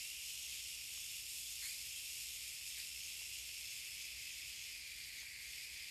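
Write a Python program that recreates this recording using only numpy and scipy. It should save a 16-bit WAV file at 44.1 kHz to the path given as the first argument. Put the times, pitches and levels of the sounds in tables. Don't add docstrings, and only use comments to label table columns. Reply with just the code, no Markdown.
import sys
import numpy as np
from scipy import signal
from scipy.io import wavfile
from scipy.ndimage import uniform_filter1d, map_coordinates

SR = 44100
rng = np.random.default_rng(int(sys.argv[2]) if len(sys.argv) > 2 else 0)


def unload_audio(sound):
    columns = np.transpose(np.atleast_2d(sound))
    steps = np.round(np.clip(columns, -1, 1) * 32767)
    wavfile.write(sys.argv[1], SR, steps.astype(np.int16))


N = 260190
TIME = np.arange(N) / SR


def nozzles():
    outer_steam = wet_steam(droplets_per_s=2000, scatter_db=.5, turbulence_db=1.5)
    inner_steam = wet_steam(droplets_per_s=3000, scatter_db=2.5, turbulence_db=1)
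    pitch = tube_pitch()
    note = tube_note(inner_steam, pitch) * undb(.6 * slug_swell_db())
    overtones = tube_overtones(outer_steam + .65 * inner_steam, pitch) * undb(slug_swell_db(linger=1.8))
    hiss = spray(outer_steam) * undb(slug_swell_db())
    rush = jet_rush()
    spatter = slug_spatter()
    puffs = flutter()
    return puffs * (note + rush) + table_swirl(puffs * overtones + hiss) + spatter


def wet_steam(droplets_per_s, scatter_db, turbulence_db, sputter_db=.5):
    bursts = rng.random(N) < droplets_per_s / SR
    bursts = bursts * undb(scatter_db * np.clip(rng.standard_normal(N), -2, 2))
    jet = unit(bursts.mean() - bursts) + undb(turbulence_db) * rng.standard_normal(N)
    return jet * undb(sputter_db * walk(170))


# t/s, spray level/dB, hollow note level/dB
STEAM_FADERS = [(0, -52.5, -54), (.3, -53.5, -56), (.8, -53, -56.5), (1.45, -51.5, -59), (2.05, -52, -57.5),
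                (3.0, -53.5, -57), (3.7, -55, -55.5), (4.4, -55.5, -54.5), (4.85, -57.5, -57),
                (5.6, -57, -55), (5.9, -59, -54)]
# f/Hz, relative level/dB
SPRAY_EQ = [(900, -35), (1700, -27.5), (2500, -12.5), (3200, -11.5), (4200, -9), (5400, -2), (5800, -10.5),
            (6200, -9), (6650, -2), (7100, 0.5), (8500, 0), (9300, -3), (12200, -2), (14000, -8)]
def spray(steam, trim_db=1.33):
    level_db = curve(STEAM_FADERS) + trim_db - falter_db()
    return colour(steam, SPRAY_EQ) * undb(level_db + .62 * walk(20) + .56 * walk(260))


def flow_db(full_flow_db=-51):
    return curve(STEAM_FADERS) - full_flow_db


# t/s, lowest resonance f/Hz, whistling core level/dB against the hollow note
TUBE_TUNE = [(0, 2664, -2), (.36, 2881, -5), (.5, 2695, -7), (.7, 2790, -2.5), (.9, 2722, -5),
             (1.55, 2748, -5.5), (1.68, 2741, 1), (1.85, 2740, -3), (2.12, 2710, -0.5), (2.5, 2620, -7),
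             (3.3, 2731, -2), (3.8, 2619, -10), (4.3, 2560, -4.5), (4.62, 2583, -9), (4.8, 2422, -2),
             (5.13, 2367, -3), (5.4, 2292, -5), (5.52, 2484, -13), (5.9, 2437, -11)]
def tube_pitch(waver_octaves=.011):
    return curve(TUBE_TUNE) * 2 ** (waver_octaves * walk(18) - slug_drop_octaves())


# multiple of the lowest resonance, relative level/dB
HOLLOW_EQ = [(.42, -33), (.6, -25.5), (.7, -16.5), (.8, -6.5), (.9, -1), (.99, -2.5), (1.06, -2.5),
             (1.15, -7.5), (1.5, -19), (3, -44)]
def tube_note(steam, pitch, trim_db=-1.36):
    core = whistle(pitch, width_hz=140) * undb(curve(TUBE_TUNE, column=2))
    level_db = curve(STEAM_FADERS, column=2) + trim_db + .25 * walk(12)
    return (colour(steam, HOLLOW_EQ, pitch) + core) * undb(level_db)


# multiple of the lowest resonance, relative level/dB
OVERTONE_EQ = [(.6, -30.5), (.95, -6), (1.15, -5.5), (1.28, -6.5), (1.55, -7.5), (1.72, -3), (1.93, -0.5),
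               (2.03, -3), (2.17, -4.5), (2.7, -12), (5, -43)]
def tube_overtones(steam, pitch):
    level_db = -57.2 - .61 * falter_db() + .91 * walk(16) + .5 * walk(220)
    overtones = colour(steam, OVERTONE_EQ, pitch) * undb(level_db)
    octave = whistle(2 * pitch, width_hz=280) * undb(-63.5 + 8 * slug_drop_octaves())
    return overtones + octave


# t/s, clearing time/s, pitch drop/octaves, swell/dB, squeal send/dB, spatter level/dB
WATER_SLUGS = [(1.616, 0.09, 0.42, 3.5, -53, -66.5), (2.771, 0.038, 0.2, 4.5, -63, -70)]
def slug_drop_octaves(film_share=.3, film_linger=2.4):
    return sum(octaves * ((1 - film_share) * gulp(at, clear) + film_share * gulp(at, film_linger * clear))
               for at, clear, octaves, *_ in WATER_SLUGS)


SLUG_SWELL_S = .018
def slug_swell_db(linger=1):
    return sum(db * gulp(at, linger * clear, SLUG_SWELL_S) for at, clear, _, db, *_ in WATER_SLUGS)


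def slug_spatter():
    envelope = sum(undb(db) * gulp(at, clear) ** 2 for at, clear, *_, db in WATER_SLUGS)
    return ring(1560, width_hz=1300) * envelope


def gulp(at, clear_s, attack_s=.00501):
    age = np.maximum(TIME - at, 0)
    return (1 - np.exp(-age / attack_s)) * np.exp(-(age / clear_s) ** 2)


# t/s, swing either way/dB
FLUTTER_DEPTH = [(0, 0.5), (1.1, 2), (1.7, 0.5), (2.4, 1.6), (3.05, 2.5), (3.6, 2), (4.1, 1.5), (5.9, 1)]
def flutter(rate_hz=100, scatter_octaves=.5):
    rate = rate_hz * 2 ** (scatter_octaves * walk(140))
    gain = undb(curve(FLUTTER_DEPTH) * np.sin(2 * np.pi * np.cumsum(rate) / SR))
    return gain / np.sqrt(np.mean(gain ** 2))


# t/s, half length/s, depth in the spray/dB
FLOW_DIPS = [(1.25, 0.034, 2), (2.563, 0.068, 1), (2.93, 0.065, 0.2), (4.798, 0.04, 0.5), (5.09, 0.05, 0.5),
             (5.323, 0.082, 2.5), (5.69, 0.028, 2.5)]
def falter_db():
    return sum(db * np.exp(-.5 * ((TIME - at) / half) ** 6) for at, half, db in FLOW_DIPS)


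# f/Hz, width/Hz, level/dB against the steam that drives them
BALL_MODES = [(1625, 18, -8.5), (2126, 26, -5.5), (2440, 14, -13), (3350, 30, -14.5), (4400, 50, -13),
              (6550, 65, -6.5), (6930, 80, -15.5), (9420, 180, -12)]
def ball(steam):
    return steam + sum(undb(db) * resonate(steam, hz, width) for hz, width, db in BALL_MODES)


# t/s, speed/(turns per s)
SPIN_SPEED = [(0, 1.42), (2.6, 2.735), (4.3, 3.39), (5.9, 3.5)]
def turns(facing_s=3.06):
    count = np.cumsum(curve(SPIN_SPEED)) / SR
    return count - np.interp(facing_s, TIME, count)


def turned_away(lag_turns=0):
    return (turns() - lag_turns + .5) % 1 - .5


def sweep(half_turns, lag_turns=0):
    return np.exp(-.5 * (turned_away(lag_turns) / half_turns) ** 2)


def jet_rush(swing_db=8):
    core = whistle(3450 * 2 ** (.07 * walk(12)), width_hz=150) * undb(-7)
    whoosh = whistle(3280 * 2 ** (.05 * walk(14)), width_hz=1200)
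    level_db = -57 + .54 * flow_db() - 5.4 * falter_db()
    off_axis_db = swing_db * (1 - sweep(half_turns=.26, lag_turns=.086))
    return unit(whoosh + core) * undb(level_db - off_axis_db)


# t/s, send level/dB
SQUEAL_FADER = [(.5, -59), (2.3, -59), (2.7, -57), (3.4, -59), (4.03, -58.5), (4.32, -59), (4.62, -57.5),
                (4.9, -68), (5.21, -60), (5.48, -66), (5.8, -65)]
def squeals(pitch_hz=6600, rise_octaves_per_turn=.15):
    pitch = pitch_hz * 2 ** (.006 * flow_db() + .00401 * walk(30))
    bend = 2 ** (rise_octaves_per_turn * turned_away())
    core = whistle(pitch, width_hz=210) * undb(-6.5)
    swish = whistle(pitch * bend, width_hz=1060) * undb(1)
    passes = sweep(half_turns=.078) * undb(curve(SQUEAL_FADER) + .7 * walk(25))
    spits = sum(undb(db) * gulp(at, clear, SLUG_SWELL_S) for at, clear, _, _, db, _ in WATER_SLUGS)
    return (core + swish) * (passes + spits)


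# t/s, level/dB, f/Hz
METAL_TICKS = [(.976, -60.5, 1200), (3.216, -63, 650), (3.492, -63.5, 1100), (5.231, -63.5, 950)]
def ticks(decay_s=.003):
    return sum(ring(hz, 2.1 * hz) * (TIME >= at) * np.exp(-abs(TIME - at) / decay_s) * undb(db)
               for at, db, hz in METAL_TICKS)


def table_swirl(x, lag_s=.0014, swing_s=.00025, mirror_db=-17):
    lag = lag_s + swing_s * np.sin(2 * np.pi * turns())
    return x + undb(mirror_db) * map_coordinates(x, [(TIME - lag) * SR], mode="mirror")


def early_reflections(x, echo_db=-21, decay_s=.015):
    age = TIME[:SR // 10]
    echoes = rng.standard_normal(len(age)) * np.exp(-age / decay_s) * (age > .001)
    return x + undb(echo_db) * signal.fftconvolve(x, echoes / np.linalg.norm(echoes))[:N]


# f/Hz, relative level/dB
RUMBLE_EQ = [(12, -53), (20, -15), (48, -2), (65, 1.5), (92, -5), (124, -5.5), (183, -14.5), (468, -18),
             (723, -25.5), (1100, -29.5), (1430, -22), (2420, -120)]
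# f/Hz, level/dB
MAINS_HUM = [(59.7, -75), (120, -85)]
def room_tone():
    rumble = colour(rng.standard_normal(N), RUMBLE_EQ, size=8192) * undb(-72 + .48 * walk(6.1))
    air = ring(1160, width_hz=2500) * undb(-86)
    hum = sum(np.sqrt(2) * undb(db + 1.3 * walk(3.5)) * np.sin(2 * np.pi * hz * TIME + .3 * walk(2.1))
              for hz, db in MAINS_HUM)
    return rumble + air + hum


def undb(db):
    return 10 ** (np.asarray(db) / 20)


def unit(x):
    return x / np.std(x)


def curve(table, column=1):
    rows = np.array(table)
    return np.interp(TIME, rows[:, 0], rows[:, column])


def walk(rate):
    hold = max(int(SR / rate), 1)
    steps = rng.standard_normal(N)[np.arange(N) // hold]
    return unit(uniform_filter1d(steps, hold))


def colour(x, eq, scale=1, size=512):
    hz, frame_s, frames = signal.stft(x, SR, nperseg=size)
    stretch = np.interp(frame_s, TIME, scale * np.ones(N))
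    points, db = np.transpose(eq)
    gain_db = np.interp(np.log(hz[:, None] / stretch + 1e-6), np.log(points), db)
    return unit(signal.istft(frames * undb(gain_db), SR)[1][:N])


def resonate(x, hz, width_hz):
    return signal.lfilter(*signal.iirpeak(hz, hz / width_hz, fs=SR), x)


def ring(hz, width_hz):
    return unit(resonate(resonate(rng.standard_normal(N), hz, width_hz), hz, width_hz))


def whistle(hz, width_hz):
    centre = np.mean(hz)
    return map_coordinates(ring(centre, width_hz), [np.cumsum(hz / centre)], mode="mirror")


def scene():
    mono = early_reflections(ball(nozzles()) + squeals() + ticks()) + room_tone()
    return np.array([mono, mono])


def record(dry, top_hz=14050):
    return signal.sosfilt(signal.ellip(12, .1, 70, top_hz, fs=SR, output="sos"), dry)


dry = scene()
out = record(dry)
unload_audio(out)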